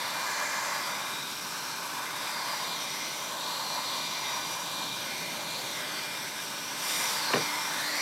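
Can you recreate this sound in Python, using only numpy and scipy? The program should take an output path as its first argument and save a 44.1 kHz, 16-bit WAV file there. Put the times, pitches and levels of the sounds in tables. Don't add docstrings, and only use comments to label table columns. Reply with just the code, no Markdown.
import sys
import numpy as np
from scipy import signal
from scipy.fft import rfft, irfft, next_fast_len
from scipy.io import wavfile
from scipy.ndimage import uniform_filter1d, map_coordinates

SR = 44100
rng = np.random.default_rng(int(sys.argv[2]) if len(sys.argv) > 2 else 0)


def unload_wav(signal):
    wavfile.write(
        sys.argv[1],
        SR,
        np.round(np.clip(np.atleast_2d(signal).T, -1, 1) * 32767).astype(np.int16),
    )


N = 353241
TIME = np.arange(N) / SR
FREQ = np.maximum(np.fft.rfftfreq(next_fast_len(N, True), 1 / SR), 1)


def undb(db):
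    return 10 ** (np.asarray(db) / 20)


def curves(table):
    times_s, *columns = np.transpose(table)
    return [np.interp(TIME, times_s, column) for column in columns]


def envelope(start_s, attack_s, hold_s, release_s):
    return np.interp(TIME, start_s + np.cumsum([0, attack_s, hold_s, release_s]), [0, 1, 1, 0])


def walk(rate_hz):
    step = max(int(SR / rate_hz), 1)
    held = np.repeat(rng.standard_normal(N // step + 1), step)
    return 4 / 3 * uniform_filter1d(uniform_filter1d(held, step), step)[:N]


def slope(points):
    hz, db = np.transpose(points)
    return undb(np.interp(np.log(FREQ), np.log(hz), db))


def resonances(modes):
    gains = (undb(db) / (1 + ((FREQ - hz ** 2 / FREQ) / width_hz) ** 2) for hz, width_hz, db in modes)
    return np.sqrt(sum(gain ** 2 for gain in gains))


def noise(gain):
    white = rng.standard_normal(2 * (len(FREQ) - 1))
    coloured = irfft(rfft(white) * gain)[:N]
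    return coloured / coloured.std()


def lowpass(x, hz):
    return signal.sosfiltfilt(signal.butter(2, hz, fs=SR, output="sos"), x)


def delayed(x, delay_ms):
    return map_coordinates(x, [(TIME - delay_ms / 1000) * SR], order=3)


# f/Hz, relative level/dB
RUMBLE_SPECTRUM = [(20, -22), (40, -33), (62, -22), (85, -10), (100, -9.5), (125, -0.5), (165, 3.5),
                   (230, 1), (330, 0), (600, -12.5), (2000, -29), (16000, -36)]
# f/Hz, width/Hz, relative level/dB
DRONE_BANDS = [(254, 16, -2), (393, 20, 0), (470, 20, -4)]
RUMBLE_SWELL_ENV_S = (3.3, 2, 0.49, 0.4)


def yard(rumble_db=-51.5, swell_db=3, waver_db=0.4, drone_db=-60):
    level_db = rumble_db + swell_db * envelope(*RUMBLE_SWELL_ENV_S) + waver_db * walk(5)
    rumble = noise(slope(RUMBLE_SPECTRUM)) * undb(level_db)
    return rumble + noise(resonances(DRONE_BANDS)) * undb(drone_db)


# t/s, relative level/dB, contact/ms
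CONTACTS = [(7.304, -8, .4), (7.334, -2, 0.087), (7.337, 2.5, 0.083), (7.3413, 3.5, 0.5), (7.357, -2, 0.29),
            (7.367, 0.5, 0.6), (7.388, -4.5, 1.1), (7.406, -5, 1)]
# f/Hz, t60/s, relative level/dB
BENCH_MODES = [(134.4, 0.14, -9), (166, 0.13, -5.5), (245, 0.16, -7.5), (324, 0.074, -6), (407, 0.16, -7),
               (480, 0.09, -2.5), (570, 0.047, 2.5), (644, 0.026, 2), (790, 0.048, 0.5), (1062, 0.04, 4),
               (1200, 0.026, 4.5), (1500, 0.033, 1.5), (1850, 0.022, 4), (2300, 0.02, 1.5),
               (2850, 0.013, 8)]


def bump(ring_db=-28, scuff_db=-31, scuff_t60_s=0.07, scuff_hz=1800, low_cut_hz=110):
    t = np.arange(SR // 2) / SR
    out = np.zeros(N + 2 * len(t))
    for start_s, db, contact_ms in CONTACTS:
        weights = rng.uniform(.6, 1.4, len(BENCH_MODES))
        ring = 0
        for k, (hz, t60_s, mode_db) in enumerate(BENCH_MODES):
            decay = undb(mode_db - 60 * t / t60_s)
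            ring = ring + (-1) ** k * weights[k] * decay * np.sin(2 * np.pi * hz * t)
        scuff = lowpass(rng.standard_normal(len(t)), scuff_hz) * undb(-60 * t / scuff_t60_s)
        response = undb(ring_db) * ring + undb(scuff_db) * scuff
        force = np.exp(-np.pi * 1000 * t / contact_ms)
        blow = signal.fftconvolve(response, force / force.sum())[:len(t)]
        start = int(start_s * SR)
        out[start:start + len(t)] += undb(db) * blow
    return signal.sosfilt(signal.butter(4, low_cut_hz, "highpass", fs=SR, output="sos"), out[:N])


# t/s, length/s, start f/Hz, middle f/Hz, end f/Hz, level/dB
SLIPS = [(7.3, 0.0346, 846, 1140, 1240, -32), (7.36, 0.075, 519, 410, 380, -36)]


def squeaks(roughness=0.0499, attack_share=0.14):
    out = 0
    for start_s, length_s, *glide_hz, db in SLIPS:
        progress = np.clip((TIME - start_s) / length_s, 0, 1)
        hz = np.interp(progress, [0, .5, 1], glide_hz) * (1 + roughness * walk(400))
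        grip = np.minimum(progress / attack_share, 1) * np.sqrt(1 - progress)
        out = out + undb(db) * grip * np.sin(2 * np.pi * np.cumsum(hz) / SR)
    return np.sqrt(2) * out


# t/s, attack/s, hold/s, release/s, start f/Hz, rise/(Hz/s), width/Hz, level/dB
GAP_GLIDES = [(7.6, 0.22, .3, .1, 1300, 2150, 380, -40), (7.6, 0.3, .3, .1, 3400, 3000, 420, -42),
              (7.48, .06, .16, .07, 5200, 2300, 330, -43.5)]


def hand_gap():
    out = 0
    for start_s, *shape_s, start_hz, rise_hz_per_s, width_hz, db in GAP_GLIDES:
        hz = start_hz + rise_hz_per_s * np.maximum(TIME - start_s, 0)
        phase = 2 * np.pi * np.cumsum(hz) / SR
        band = 1 / (1 + (2 * FREQ / width_hz) ** 2)
        rush = noise(band) * np.cos(phase) + noise(band) * np.sin(phase)
        out = out + undb(db) * envelope(start_s, *shape_s) * rush
    return out


# f/Hz, width/Hz, relative level/dB
SPLASH_BANDS = [(1680, 170, 9), (5160, 710, -3), (6320, 340, 1), (7200, 690, -1)]
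SPLASH_ENV_S = (0.12, 0.2, 0.39, 0.16)


def splash(level_db=-39):
    return noise(resonances(SPLASH_BANDS)) * undb(level_db) * envelope(*SPLASH_ENV_S)


# t/s, half length/s, closeness/0-1
GLOVE_STROKES = [(2.706, 0.091, 1), (3.45, 0.44, 0.76), (3.85, 0.42, 0.76), (4.45, 0.27, 0.6),
                 (4.797, 0.22, 0.74), (5.53, 0.29, 0.76)]
GLOVE_ENV_S = (2.54, 0.16, 3.6, 1.25)


def glove_echo(x, far_ms=0.365, near_ms=0.27, near_share=0.35):
    reach = sum(close * np.exp(-((TIME - at_s) / half_s) ** 2) for at_s, half_s, close in GLOVE_STROKES)
    delay_ms = far_ms + (near_ms - far_ms) * np.minimum(reach, 1)
    share = near_share * near_ms / delay_ms * envelope(*GLOVE_ENV_S)
    return share * delayed(x, delay_ms)


ARM_ENV_S = (7.4, 0.49, .6, .1)


def arm_echo(x, far_ms=0.588, near_ms=0.387, closing_ms_per_s=0.34, full_share=0.29, lag_turns=0.17):
    elapsed_s = np.maximum(TIME - ARM_ENV_S[0], 0)
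    delay_ms = np.maximum(far_ms - closing_ms_per_s * elapsed_s, near_ms)
    share = full_share * envelope(*ARM_ENV_S)
    analytic = signal.hilbert(x, next_fast_len(N))[:N]
    lag = np.exp(-2j * np.pi * lag_turns)
    return sum(share ** k * delayed((analytic * lag ** k).real, k * delay_ms) for k in (1, 2))


# t/s, delay/ms, share of direct sound
PANEL_PATH = [(0, 1.08, 0.12), (.75, 1.03, 0.15), (1, 0.77, 0.14), (1.25, 0.74, 0.23), (1.4, 0.74, .26),
              (1.8, 0.76, 0.25), (2.05, .8, .16), (2.25, 0.78, 0.07), (2.55, 1.04, 0.27), (2.8, 0.97, 0.1),
              (4.8, 1.04, 0.14), (5.15, 0.49, 0.092), (5.6, 0.43, 0.16), (5.95, 0.665, 0.38),
              (6.1, 0.59, .2), (6.33, 0.47, .22), (6.5, 0.74, 0.17), (7.1, 0.51, 0.056), (7.4, 0.84, 0.15),
              (7.7, 1.04, 0.072), (8, 1.63, 0.21)]


def reflections(rush, dull_hz=9500, body_ms=1.403, sway_ms=0.16, body_share=0.072):
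    dulled = lowpass(rush, dull_hz)
    panel_ms, panel_share = curves(PANEL_PATH)
    panel = panel_share * delayed(dulled, panel_ms)
    body = body_share * delayed(dulled, body_ms + sway_ms * walk(3.3))
    return panel + body + glove_echo(dulled) + arm_echo(dulled)


# f/Hz, width/Hz, relative level/dB
SWISH_BANDS = [(3720, 250, -2), (4780, 190, 1), (5800, 250, 1), (7060, 200, 6), (8660, 1300, -3),
               (9600, 250, 1), (10600, 900, -8), (11950, 700, -6), (12900, 700, -7), (14300, 600, -13)]
SWING_ENV_S = (6.74, 0.16, 0.17, 0.18)


def fan_swish(level_db=-39):
    return noise(resonances(SWISH_BANDS)) * undb(level_db) * envelope(*SWING_ENV_S)


def lifted():
    start_s, attack_s = SWING_ENV_S[:2]
    return np.clip((TIME - start_s) / attack_s, 0, 1)


MOTOR_ORDERS = [1, 2, 3, 5, 7, 12, 35, 40]
MOTOR_DB = [-57.5, -63, -52.5, -51.5, -60, -57, -71, -72]
# t/s, level/dB before trim
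WHINE_DB = [(0, -46), (.7, -45.5), (1.05, -48), (1.35, -54), (2.2, -48.5), (2.5, -50), (2.72, -43),
            (3, -54), (3.15, -48), (3.4, -54), (4.25, -43.5), (4.7, -48.5), (5, -49), (5.3, -44.5),
            (5.75, -53.5), (6.03, -41.5), (6.25, -50), (6.6, -52), (7, -43.5), (7.2, -53), (7.4, -39.5),
            (7.55, -50), (7.67, -42), (7.8, -50), (8, -46)]
# multiple of shaft speed, relative level/dB
WHINE_OVERTONES = [(16, 0), (24, -6), (32, -15)]
# t/s, level/dB before trim
OVERTONE_DB = [(0, -49), (.3, -53), (.88, -49), (1.15, -52), (1.55, -53), (2, -56), (2.45, -48),
               (3.05, -50), (3.4, -58), (4.1, -46), (5, -54), (6.25, -53), (6.55, -56), (7.15, -45.5),
               (7.45, -52), (7.7, -55), (7.88, -48)]


def rotor(shaft_hz=298.5, blades=8, whine_trim_db=-2, overtone_trim_db=-1.5, motor_trim_db=-3.5,
          lift_db=5, beam_db=0.8, flicker_db=2, fade_db=2.5):
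    speed_hz = shaft_hz * (1 + 0.0005 * walk(2) + 0.00075 * walk(25) + 0.002 * walk(200))
    turns = np.cumsum(speed_hz) / SR
    whine_db = curves(WHINE_DB)[0] + whine_trim_db
    overtone_db = curves(OVERTONE_DB)[0] + overtone_trim_db
    motor_gain_db = motor_trim_db + lift_db * lifted()
    whine = [(blades, whine_db)] + [(k, db + overtone_db) for k, db in WHINE_OVERTONES]
    lines = [(k, db + beam_db * walk(3.65) + flicker_db * walk(30)) for k, db in whine]
    lines += [(k, db + motor_gain_db + fade_db * walk(6)) for k, db in zip(MOTOR_ORDERS, MOTOR_DB)]
    return np.sqrt(2) * sum(undb(db) * np.sin(2 * np.pi * (k * turns + rng.random())) for k, db in lines)


# f/Hz, relative level/dB
JET_SPECTRUM = [(100, -31), (300, -8), (600, -1), (1300, 3), (1870, -3.5), (2400, 2.5), (2750, 0),
                (3300, 2.5), (4500, -2), (5000, -0.5), (5400, 2.5), (6200, -1), (6800, -4.5), (7900, -1.5),
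                (9800, -6.5), (12500, -4.5), (15800, -18.5)]
# t/s, level/dB before trim
SWEEP_DB = [(0, -36), (.55, -33.5), (.9, -35.5), (1.35, -43), (1.95, -39), (2.55, -36), (2.85, -39.5),
            (3.3, -39.5), (3.8, -36), (4.05, -40.5), (4.35, -36.5), (4.65, -39.5), (6.05, -39.5),
            (6.6, -42), (7.05, -37.5), (7.4, -36), (7.65, -37), (8, -34.5)]


def jet(base_db=-39.5, follow_db_per_db=0.13, swing_db=3.5, lift_db=3, flicker_db=0.6):
    sweep_db, = curves(SWEEP_DB)
    level_db = base_db + follow_db_per_db * (sweep_db - np.median(sweep_db))
    level_db += swing_db * envelope(*SWING_ENV_S) + lift_db * lifted()
    return noise(slope(JET_SPECTRUM)) * undb(level_db + flicker_db * walk(50))


# f/Hz, width/Hz, relative level/dB
HOUSING_MODES = [(591, 172, -4.5), (997, 397, 1.25), (1566, 440, -2.5), (2460, 300, -19.5)]
HOLLOW_MODES = [(2086, 295, 0)]
NOZZLE_MODES = [(3360, 280, -0.5), (3703, 390, 8.5)]
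VENT_MODES = [(4275, 610, 0)]
SLOT_MODES = [(4740, 610, 0)]
GRILLE_MODES = [(5450, 420, -6), (5820, 310, 0)]
# t/s, level/dB before trim
HOLLOW_DB = [(0, -44), (.6, -41), (1.2, -47.5), (1.65, -55), (2.1, -45.5), (2.45, -43.5), (2.75, -48.5),
             (3, -43), (3.4, -52.5), (3.85, -48), (4.35, -42), (4.85, -62), (5.13, -41.5), (5.5, -53),
             (5.9, -43), (6.6, -53), (7, -39.5), (7.25, -45), (7.5, -38.5), (7.7, -47), (7.82, -45),
             (8, -43)]
NOZZLE_DB = [(0, -42), (.5, -55), (.95, -43), (1.3, -40), (1.58, -57), (1.95, -56), (2.2, -42.5),
             (2.5, -46.5), (2.73, -40), (3, -44), (3.2, -48), (3.45, -44), (3.7, -51), (3.95, -40.5),
             (4.35, -42), (4.6, -51), (4.78, -40), (4.92, -40), (5.05, -44.5), (5.3, -45.5), (5.62, -43.5),
             (6.1, -44.5), (6.6, -45), (7.15, -41.5), (7.4, -44), (7.72, -45), (8, -46)]
VENT_DB = [(0, -41), (.4, -44), (1.3, -55), (1.7, -45), (2.1, -54), (2.4, -46.5), (2.72, -44.5),
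           (3.05, -42), (3.22, -54), (3.5, -40.5), (3.85, -39.5), (4.2, -43.5), (4.6, -51), (4.82, -40.5),
           (5, -44), (5.22, -41), (5.36, -46), (5.55, -41), (5.83, -47), (5.96, -41), (6.25, -48.5),
           (7, -48), (7.32, -36), (7.6, -46), (7.88, -44), (8, -44)]
SLOT_DB = [(0, -59), (.85, -46), (1.15, -54), (1.7, -50), (2.05, -60), (2.45, -41.5), (2.8, -50),
           (3.1, -45), (3.5, -52), (4.1, -42), (4.6, -49), (5.3, -54), (6.3, -54), (6.6, -65), (7.15, -40),
           (7.35, -43), (7.72, -57), (7.9, -50), (8, -48)]
GRILLE_DB = [(0, -48), (.8, -49), (.95, -44.5), (1.2, -46.5), (1.7, -41), (2, -50), (2.4, -48),
             (2.85, -44.5), (3.08, -41), (3.35, -45), (3.7, -40), (4.15, -42), (4.6, -41.5), (5, -46),
             (5.8, -56), (6.7, -44.5), (7.08, -37), (7.26, -47), (7.42, -35.5), (7.55, -51), (7.85, -47),
             (8, -35)]


def cavities(eddy_db=0.95):
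    parts = [(HOUSING_MODES, SWEEP_DB, -0.71), (HOLLOW_MODES, HOLLOW_DB, -1),
             (NOZZLE_MODES, NOZZLE_DB, -2), (VENT_MODES, VENT_DB, -0.76),
             (SLOT_MODES, SLOT_DB, -1), (GRILLE_MODES, GRILLE_DB, -3)]
    return sum(noise(resonances(modes)) * undb(curves(track_db)[0] + trim_db + eddy_db * walk(25))
               for modes, track_db, trim_db in parts)


def scene():
    rush = cavities() + jet() + fan_swish()
    mix = rush + reflections(rush) + splash() + rotor() + bump() + squeaks() + yard() + hand_gap()
    return np.tile(mix, (2, 1))


def record(dry, top_hz=15800):
    return signal.sosfilt(signal.ellip(10, .2, 70, top_hz, fs=SR, output="sos"), dry)


dry = scene()
out = record(dry)
unload_wav(out)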